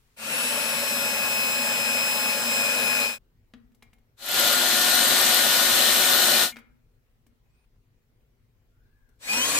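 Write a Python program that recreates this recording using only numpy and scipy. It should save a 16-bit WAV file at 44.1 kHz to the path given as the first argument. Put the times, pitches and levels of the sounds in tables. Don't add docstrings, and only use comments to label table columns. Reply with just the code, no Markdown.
import sys
import numpy as np
from scipy import signal
from scipy.fft import rfft, irfft, next_fast_len
from scipy.io import wavfile
from scipy.ndimage import uniform_filter1d, map_coordinates

SR = 44100
rng = np.random.default_rng(int(sys.argv[2]) if len(sys.argv) > 2 else 0)


def dump(signal):
    limited = np.clip(np.atleast_2d(signal).T, -1, 1)
    pcm = np.round(limited * 32767).astype(np.int16)
    wavfile.write(sys.argv[1], SR, pcm)


N = 422919


def amp(db):
    return 10 ** (np.asarray(db) / 20)


def unit(x):
    return x / np.sqrt(np.mean(x ** 2) + 1e-20)


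def along(points, hz):
    f, v = np.transpose(points)
    return np.interp(np.log(hz + 1), np.log(f + 1), v)


def sides(pan_db):
    pair = amp([pan_db / 2, -pan_db / 2])
    return pair / pair.mean(axis=0)


def wobble(rate, count):
    knots = rng.standard_normal(int(count * rate / SR) + 4)
    return map_coordinates(knots, [np.arange(count) * rate / SR])


def filtered(x, response):
    m = next_fast_len(x.shape[-1] + 8192)
    return irfft(rfft(x, m) * response(np.fft.rfftfreq(m, 1 / SR)), m)[..., :x.shape[-1]]


def rush(count, gain, alike, lean, patchy_db):
    z = signal.stft(rng.standard_normal((2, count + 512)), nperseg=512)[2]
    field = uniform_filter1d(rng.standard_normal(z.shape[1:]), size=5, axis=0)
    field = uniform_filter1d(field, size=10, axis=1)
    pair = signal.istft(z * amp(patchy_db * unit(field)), nperseg=512)[1][:, :count]

    def shared_and_opposed(hz):
        turn = np.arccos(np.clip(along(alike, hz), -.95, .99)) / 2
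        return gain(hz) * np.array([np.ones_like(hz), np.tan(np.minimum(turn, 1.1))])

    same, other = filtered(pair, shared_and_opposed)
    ports = np.array([same + other, same - other])
    both = filtered(ports, lambda hz: sides(along(lean, hz)))
    return both / np.std(both.mean(axis=0))


def placed(rows):
    s, *cols = np.transpose(rows)
    start, stop = round(s[0] * SR), min(round(s[-1] * SR), N)
    t = np.arange(start, stop) / SR
    return start, stop, t, [np.interp(t, s, c) for c in cols]


def set_in(x, start, stop):
    return np.pad(x, ((0, 0), (start, N - stop)))


def tone(phase, pan_db, lead):
    pair = amp([pan_db / 2, -pan_db / 2]) * np.exp(.5j * np.array([lead, -lead]))
    return np.sqrt(2) * np.real((pair / abs(pair.mean()))[:, None] * np.exp(1j * phase))


def glide(rows, waver, pan_db, lead):
    start, stop, t, (hz, db) = placed(rows)
    phase = 2 * np.pi * np.cumsum(hz) / SR + waver * wobble(90, len(t))
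    eased = amp(db) * signal.windows.tukey(len(t), .1)
    return set_in(eased * tone(phase, pan_db, lead), start, stop)


# (f/Hz, relative level/dB per Hz)
QUIET = [(12, -30.5), (20, -1.5), (53, -1.5), (74, -14.5), (107, -3), (198, -22.5), (240, -14), (284, -24),
         (457, -22), (600, -30.5), (1100, -35), (2300, -37.5), (4000, -42.5), (10000, -48.5), (13000, -44),
         (16000, -43)]
# (f/Hz, likeness)
QUIET_ALIKE = [(60, 0.78), (180, 0.9), (550, 0.41), (1650, -0.04), (4970, -0.05), (15000, -0.01)]
# (f/Hz, left-right level/dB)
QUIET_LEAN = [(60, 2.5), (180, 2), (550, 1.5), (1650, 2.5), (4970, 0.0), (15000, 0.5)]
# (f/Hz, relative level/dB per Hz)
OPENING = [(300, -20), (1000, 2), (5000, -4), (16000, -9)]
QUIET_DB, OPENING_DB = -64, -74
OPENING_S = .17


def workshop():
    level = amp(QUIET_DB + .3 * wobble(2.7, N))
    room = level * rush(N, lambda f: amp(along(QUIET, f)), QUIET_ALIKE, QUIET_LEAN, patchy_db=1.84)
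    count = round(OPENING_S * SR)
    hiss = rush(count, lambda f: amp(along(OPENING, f)), QUIET_ALIKE, QUIET_LEAN, patchy_db=1.0)
    return room + set_in(amp(OPENING_DB) * hiss, 0, count)


# (f/Hz, relative level/dB per Hz)
FIRST_ROAR = [(24, -55), (40, -29.5), (179, -11.5), (229, -2.5), (350, -16.5), (548, -2.5), (797, -9),
              (859, -7), (2160, -7.5), (2510, -10), (3220, -10), (5050, -12), (5440, -11.5), (7520, -14),
              (15500, -17)]
SECOND_ROAR = [(24, -55), (40, -25.5), (174, -15.5), (235, -9.5), (461, -11.5), (722, -4), (881, -8),
               (1250, -5.5), (1410, -5), (2220, -8), (3560, -5.5), (8520, -9), (9410, -11), (13000, -10),
               (15500, -17.5)]
THIRD_ROAR = [(24, -51), (40, -16), (202, -14), (273, -4.5), (359, -16.5), (509, -3.5), (881, -9.5),
              (1050, -4), (1220, -10.5), (1680, -7), (5580, -9.5), (7910, -10), (15500, -19)]
# (f/Hz, left-right level/dB)
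FIRST_LEAN = [(60, 4.5), (240, 5), (380, -0.5), (900, 8), (2000, 4), (2800, 2.5), (4200, 8.5), (5500, 0),
              (7400, -0.5), (8300, 4), (9000, 1.5), (10300, 9.5), (12500, 7.5), (15500, 14.5)]
SECOND_LEAN = [(60, 4.5), (240, 6), (380, 0), (1300, 7), (2000, 4.5), (2800, 1.5), (4200, 10), (5800, -1.5),
               (7800, -2.5), (9000, 6), (12000, 5), (12700, -0.5), (13900, 20), (15500, 24)]
THIRD_LEAN = [(60, 0), (1500, 5.5), (2600, 1), (4200, 6.5), (5800, -2), (7000, 0), (9000, 5.5), (13000, 5),
              (15500, 17)]
# (f/Hz, likeness)
FIRST_ALIKE = [(60, .8), (130, .96), (240, 0.86), (400, 0.8), (600, .9), (1300, 0.61), (1800, .3),
               (2600, -0.22), (4000, .15), (15000, .05)]
SECOND_ALIKE = [(60, .6), (130, 0.86), (240, 1), (380, .6), (600, 0.64), (1100, .6), (1500, .4),
                (3700, .45), (4300, .15), (15000, .05)]
THIRD_ALIKE = [(60, .75), (250, .85), (700, 0.6), (1200, 0.34), (2000, .2), (5500, -0.2), (15000, -0.17)]
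# (f/Hz, width/Hz, level over the roar/dB in the first, second, third hole)
BODY = [(242.5, 30, 6, 8.5, 1), (565, 87, 6, 7.5, 0.5), (1418, 60, 7, 0.5, 4), (1662, 90, 6.5, 3.5, 4),
        (2010, 97, -3, 4, 2), (2450, 120, 6.5, 3.3, 10.5), (3003.8, 160, 3.5, 6.5, 1),
        (3495, 380, -1, 4.5, -1.5), (4077, 520, 3, 5.5, 1), (4300, 100, 0.3, 0.3, 6),
        (7890, 400, 4.5, 3, 8), (11100, 150, 3, 1, -3), (12900, 500, 1.5, 2, 3)]
ROARS = [FIRST_ROAR, SECOND_ROAR, THIRD_ROAR]
LEANS = [FIRST_LEAN, SECOND_LEAN, THIRD_LEAN]
ALIKES = [FIRST_ALIKE, SECOND_ALIKE, THIRD_ALIKE]
GEAR = 9.5
ROAR_TOP_HZ = 15570


def roar(hole, turns, roar_db, edge_db):
    def gain(f):
        peaks_db = sum(row[2 + hole] / (1 + (2 * (f - row[0]) / row[1]) ** 2) for row in BODY)
        return amp(along(ROARS[hole], f) + peaks_db) * (f < ROAR_TOP_HZ)

    noise = rush(len(turns), gain, ALIKES[hole], LEANS[hole], patchy_db=1.0)
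    sparks_db = 0.87 * np.cos(4 * np.pi * turns)
    bites_db = edge_db * np.cos(2 * np.pi * turns / GEAR)
    return amp(roar_db + sparks_db + bites_db + 0.23 * wobble(9, len(turns))) * noise


# (rotor order, steps of the mains throb, level re leader/dB,
# left-right level/dB, left lead/rad); order and steps are rounded to whole numbers
FIRST_TONES = [
    [(4, 0.00054, 0.5, 9.5, 0), (1, 0, -5.5, 3.5, -.4), (5, 0, -4.5, 12, -.1)],
    [(12, 0, 1.5, 3, 2.65), (12, 1, -12.5, 5, 1.1), (12, 2, -10, 3.5, 1.2)],
    [(12, -1, 0, 9, 2.7)],
    [(12, -2, 0, 9.5, 3.36)],
    [(24, 0, 1, 4.5, -.2), (24, -1, -22.5, 8, -.4), (24, 1, -21.5, 5.5, -.5)],
    [(36, 0.00081, 0.5, -13.5, 2), (41, 0.0012, -10, 12.5, -1.5)],
    [(48, 0, 0.5, 17, -1), (46, 0.00026, -20.5, 13, -3.5)],
    [(60, 0.00027, 3.5, 14, -2), (58, 0.00031, -9.5, 14.5, -2)],
    [(72, 0.00077, 1, 17.5, -1.7), (63, 0, -9, 12.5, .4)],
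]
SECOND_TONES = [
    [(1, 0, 0.0021, -5, -1.4)],
    [(2, 0, 0.0024, 6.03, -.4)],
    [(4, 0, 0, 11, -.3), (12, 0, -8, 4, -.2)],
    [(5, 0, 1.5, 6, -.6)],
    [(10, 0, 0.00018, 5, -.2)],
    [(24, 0.00054, 1, 11.5, 2), (21, 0.00039, -10, -7.5, 0), (23, 0.0049, -13, -0.5, -1.2)],
    [(36, 0, 1.5, 12, -1.5), (38, 0.00069, -16.5, 17, -2), (34, 0, -17, 7, 0)],
]
THIRD_TONES = [
    [(4, 0, 0, 6, -1.1), (1, 0, -3, 7, -.1), (6, 0, -8, 5, -.5)],
    [(12, 0, 2, 3, 2.5)],
    [(24, 0, 3, 3, 2.5)],
    [(36, 0, 3, 6, -.3)],
    [(48, 0, 4, 9, -1.3), (60, 0, 0, 12, -1.9)],
]
FIRST_BEST = [214, 214, 213.1, 224, 217.5, 215, 221.5, 215.6, 214.2]
SECOND_BEST = [358.5, 361, 355.5, 360, 364.6, 361.4, 365.3]
THIRD_BEST = [216, 263, 235, 235, 275]
# (level there re hole level/dB, loss/dB per turn/s faster,
# loss/dB per turn/s slower, most loss/dB)
FIRST_SWELL = [(-15, 0.8, 5, 13), (-12.5, 2, 2, 6), (-9, 9, 1.5, 9), (-15, 1, 3, 20), (-9.5, 1.5, 0.17, 13),
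               (-11, -0.7, -1, 2), (-8.5, 0.8, 1, 16), (-12.5, 6, 6, 32), (-14, 13.5, 3.5, 32.5)]
SECOND_SWELL = [(-24, 0.3, 1.5, 7), (-17, 1.2, 1, 8), (-13.5, 0.17, 2.5, 5), (-16.5, 0.3, 1.2, 10),
                (-21.5, 1, 2.5, 14), (-16, 0.4, 4, 16), (-13, 1, 1.5, 13)]
THIRD_SWELL = [(-16.5, 0.017, 0.4, 9), (-15.5, 0.8, 0.05, 16), (-17, 0.04, 0.3, 6), (-13.5, 0.05, 0.5, 9.8),
               (-20.5, 0.8, 0.1, 5)]
WANDER_DB = [1.5, 0.7, 0.7]
FLICKER_DB = [0.5, 0.3, 2.5]
# (t/s, leader number from 0, half length/s, level change/dB)
DROPS = [(0.3, 2, .05, -6), (0.8, 1, 0.053, 0), (1.36, 2, 0.11, -9.5), (2.2, 2, .04, -12),
         (2.402, 1, .07, -13.5), (5.15, 1, .1, -5), (5.7, 1, .15, -5)]
TONES = [FIRST_TONES, SECOND_TONES, THIRD_TONES]
BESTS = [FIRST_BEST, SECOND_BEST, THIRD_BEST]
SWELLS = [FIRST_SWELL, SECOND_SWELL, THIRD_SWELL]
THROB_HZ = 100


def rotor_tones(hole, t, speed, turns, shake):
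    count, sound = len(t), 0
    turns = turns + shake * wobble(25, count)
    for k, (family, best, swell) in enumerate(zip(TONES[hole], BESTS[hole], SWELLS[hole])):
        top_db, fast_db, slow_db, most_db = swell
        lost_db = np.maximum(fast_db * (speed - best), slow_db * (best - speed))
        leader_db = top_db - np.minimum(lost_db, most_db)
        leader_db += WANDER_DB[hole] * wobble(5, count) + FLICKER_DB[hole] * wobble(50, count)
        for s, who, half, db in DROPS:
            if round(who) == k:
                leader_db += db * np.exp(-((t - s) / half) ** 2)
        for order, step, db, pan_db, lead in family:
            cycles = round(order) * turns + round(step) * THROB_HZ * t + rng.random()
            level = amp(leader_db + db + 1.2 * wobble(12, count))
            sound = sound + level * tone(2 * np.pi * cycles, pan_db, lead)
    return sound


# (t/s, rotor turns per s, level/dB of roar and tones before their own trims)
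FIRST = [(0.15, 228.0, -28.1), (0.45, 222.5, -28.1), (0.6, 219.9, -27.5), (0.75, 217.9, -27.6),
         (1.05, 215.0, -27.8), (1.2, 214.2, -28.2), (1.4, 214.1, -28), (1.6, 213.6, -28.3),
         (2.0, 213.5, -27.8), (2.2, 214.1, -28.2), (2.35, 213.6, -27.8), (2.7, 213.0, -27.3),
         (2.9, 213.2, -27.2), (3.21, 213.2, -28)]
SECOND = [(4.15, 353.4, -21.0), (4.3, 355.3, -21.0), (4.6, 357.7, -21.6), (4.75, 359.9, -21.7),
          (4.9, 361.4, -21.0), (5.05, 362.0, -20.6), (5.4, 364.3, -20.4), (5.8, 365.5, -20.5),
          (6.2, 365.0, -20.0), (6.35, 365.2, -20.5), (6.54, 364.6, -20.6)]
THIRD = [(9.17, 128.0, -29.5), (9.21, 142.0, -29.5), (9.25, 164.0, -29.5), (9.29, 191.0, -29.5),
         (9.37, 235.0, -27.6), (9.41, 251.0, -27.1), (9.45, 265.0, -26.9), (9.53, 285.0, -25.4),
         (9.59, 293.0, -23.9)]
# (silent t/s, full t/s, still full t/s, silent again t/s)
FADES = [(.162, .35, 3.03, 3.1856), (4.16, 4.39, 6.43, 6.54), (9.185, 9.33, 9.7, 9.8)]
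RUNS = [FIRST, SECOND, THIRD]


def drill(hole, roar_db, edge_db, bend, shake):
    start, stop, t, (speed, level_db) = placed(RUNS[hole])
    turns = np.cumsum(speed) / SR
    sound = roar(hole, turns, roar_db, edge_db) + rotor_tones(hole, t, speed, turns, shake)
    fade = np.interp(t, FADES[hole], [0, 1, 1, 0]) ** bend
    return set_in(amp(level_db) * fade * sound, start, stop)


def ringing(modes, t):
    out = 0
    for hz, db, t60 in modes:
        decay = amp(db + rng.normal(0, 2.5) - 60 * t / t60)
        out = out + decay * np.sin(2 * np.pi * hz * t + .6 * wobble(60, len(t)))
    return out


# (t/s, level of the whole touch/dB, then within it treble/dB before a
# 2 dB cut, thud gain/dB, ring gain/dB; left-right level/dB)
KNOCKS = [(3.537, -38.5, -28, -11, -38, 2.5), (3.719, -63.5, -5, -6, -24, 1), (3.746, -60.5, 4, -8, -26, 3),
          (3.824, -41.5, -6, -26, -20, 2), (3.931, -49.5, -5, -18, -25, 1.5),
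          (3.984, -60.5, -5, -14, -22, .6), (6.524, -45.5, -5, -13, 0, 5), (6.54, -50, -2.5, -12, -22, 3),
          (6.559, -36, -19, -20, -22, 4), (6.567, -33, -14, -23, -24, 3), (6.586, -43.5, -4, -18, -24, 0),
          (7.265, -58, 1, -8, -22, 3), (8.209, -70, -3, -7, -24, 3), (8.559, -81, -3, -8, -24, 3.5),
          (9.089, -68, 6, -12, -24, 7)]
# (f/Hz, level/dB before a random strength, t60/s)
STEEL = [(1416, -11, .1), (1640, -10, .1), (1782, -9, .1), (2150, 1, .14), (2350, 0, .13), (2864, -8, .06),
         (3327, -14, .1), (6385, -18, .08), (6713, -16, .08), (7101, -17, .16), (8193, -16, .08)]
# (f/Hz, level/dB before a random strength, t60/s)
BASE = [(237, 4, 0.34), (463, -15.5, 0.33), (156, -23, .2)]


def knocks():
    out, t = np.zeros((2, N + SR)), np.arange(SR // 2) / SR
    clack = signal.butter(2, [400, 3000], "band", fs=SR)
    grit = signal.butter(2, 4500, "high", fs=SR)
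    for s, db, treble_db, thud_db, ring_db, pan_db in KNOCKS:
        a, b = rng.standard_normal((2, 2, len(t)))
        crack = amp(0.5 - 60 * t / 0.038) * signal.lfilter(*clack, a + a[::-1] / 2)
        treble = amp(treble_db - 2.0 - 60 * t / 0.05) * signal.lfilter(*grit, b)
        crack = crack + np.minimum(t / .003, 1) * treble
        touch = crack + amp(ring_db) * ringing(STEEL, t) + amp(thud_db) * ringing(BASE, t)
        out[:, round(s * SR):][:, :len(t)] += amp(db) * sides(pan_db)[:, None] * touch
    return out[:, :N]


# (f/Hz, t60/s)
WALLS = [(200, 0.66), (2000, 0.44), (5000, 0.22), (12000, .12)]


def walls(x):
    hz, t, z = signal.stft(rng.standard_normal((2, SR // 2)), SR, nperseg=256)
    decay = amp(-60 * t / along(WALLS, hz)[:, None])
    tail = signal.istft(z * decay, SR, nperseg=256)[1]
    return signal.fftconvolve(x, tail / np.linalg.norm(tail[0]), axes=1)[:, :N]


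# (t/s, peak level/dB)
SQUEAKS = [(4.2872, -25), (4.3157, -22), (4.3426, -19.5), (4.3691, -22.5), (4.397, -13.5), (4.4753, -15),
           (4.5292, -15), (4.6624, -20.5), (4.6873, -18.5), (4.7687, -21), (4.7936, -21.5), (4.821, -18),
           (4.8964, -19), (4.9517, -17.5), (5.0834, -16), (5.1892, -19.5), (5.2131, -16), (5.2401, -18.5),
           (5.2935, -19.5), (5.3448, -14), (5.3713, -17), (5.6576, -22), (5.7888, -20.5), (5.9964, -21),
           (6.2029, -19), (9.5044, -18.5), (9.5741, -17.5)]
BIT_HZ = [12700, 8140]
SLIP_DB, SLIP_SPREAD_DB = -27.5, 2.5
PASS_LAG = .18


def squeaks():
    out, t = np.zeros((2, N + SR)), np.arange(SR // 50) / SR
    _, _, clock, (speed, _) = placed(SECOND)
    pass_number = np.floor(np.cumsum(speed) / SR / GEAR - PASS_LAG)
    passes = clock[1:][np.diff(pass_number) > 0]
    passes = passes[(passes > FADES[1][0] + .1) & (passes < FADES[1][2])]
    faint = [(s, SLIP_DB + SLIP_SPREAD_DB * rng.standard_normal()) for s in passes]
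    u = t / .0013
    for s, db in faint + list(SQUEAKS):
        in_third = int(s > SECOND[-1][0])
        hz = BIT_HZ[in_third] * (1 + .006 * rng.standard_normal())
        ring = u ** 2 * np.exp(2 - 2 * u) * np.sin(2 * np.pi * (hz * t + rng.random()))
        out[:, round(s * SR):][:, :len(t)] += amp(db) * sides(1.5)[:, None] * ring
    return out[:, :N]


# (t/s, squeal f/Hz, squeal level/dB, scrape level/dB)
SLIDE = [(7.43, 5900, -100, -95), (7.5, 7400, -92, -82), (7.55, 8500, -88, -79), (7.59, 9050, -85, -78),
         (7.65, 9050, -87, -81), (7.665, 9300, -95, -95)]
# (f/Hz, width/Hz, relative level/dB)
SCRAPE = [(2500, 150, 0), (4500, 2500, -15), (1200, 1200, -10)]


def slide():
    start, stop, t, (db,) = placed([(s, scrape_db) for s, hz, squeal_db, scrape_db in SLIDE])

    def gain(f):
        return sum(amp(level) / (1 + (2 * (f - c) / w) ** 2) for c, w, level in SCRAPE)

    noise = rush(len(t), gain, QUIET_ALIKE, QUIET_LEAN, patchy_db=2.0)
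    scrape = amp(db + 2 * wobble(60, len(t))) * noise
    squeal = glide([row[:3] for row in SLIDE], waver=.5, pan_db=4.0, lead=.3)
    return set_in(scrape, start, stop) + squeal


# (t/s, f/Hz, level/dB before the mix)
WHIRR = [(8.68, 1410, -102), (8.722, 1410, -82), (8.958, 1700, -79), (9.11, 1510, -79), (9.15, 1500, -100)]


def far_whirr():
    return glide(WHIRR, waver=2.6, pan_db=6.0, lead=.8)


# (t/s, f/Hz, level/dB)
SINGING = [(9.26, 2410, -66), (9.3, 2454, -33), (9.39, 2500, -38), (9.5, 2484, -56), (9.59, 2400, -36)]


def singing():
    return glide(SINGING, waver=.7, pan_db=2.5, lead=2.4)


def scene():
    holes = (drill(0, roar_db=-2.5, edge_db=0.4, bend=0.98, shake=.004)
             + drill(1, roar_db=-0.77, edge_db=0.16, bend=1.9, shake=.004)
             + drill(2, roar_db=-2.0, edge_db=1.0, bend=1.78, shake=.02))
    touches, whirr = knocks(), far_whirr()
    handling = touches + amp(-8.5) * walls(touches) + slide()
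    far = amp(-6) * whirr + amp(-3) * walls(whirr)
    return workshop() + holes + handling + squeaks() + far + singing()


TOP_HZ = 16000


def record(dry):
    return filtered(dry, lambda hz: np.clip((TOP_HZ - hz) / 100, 0, 1) ** 2)


dry = scene()
out = record(dry)
dump(out)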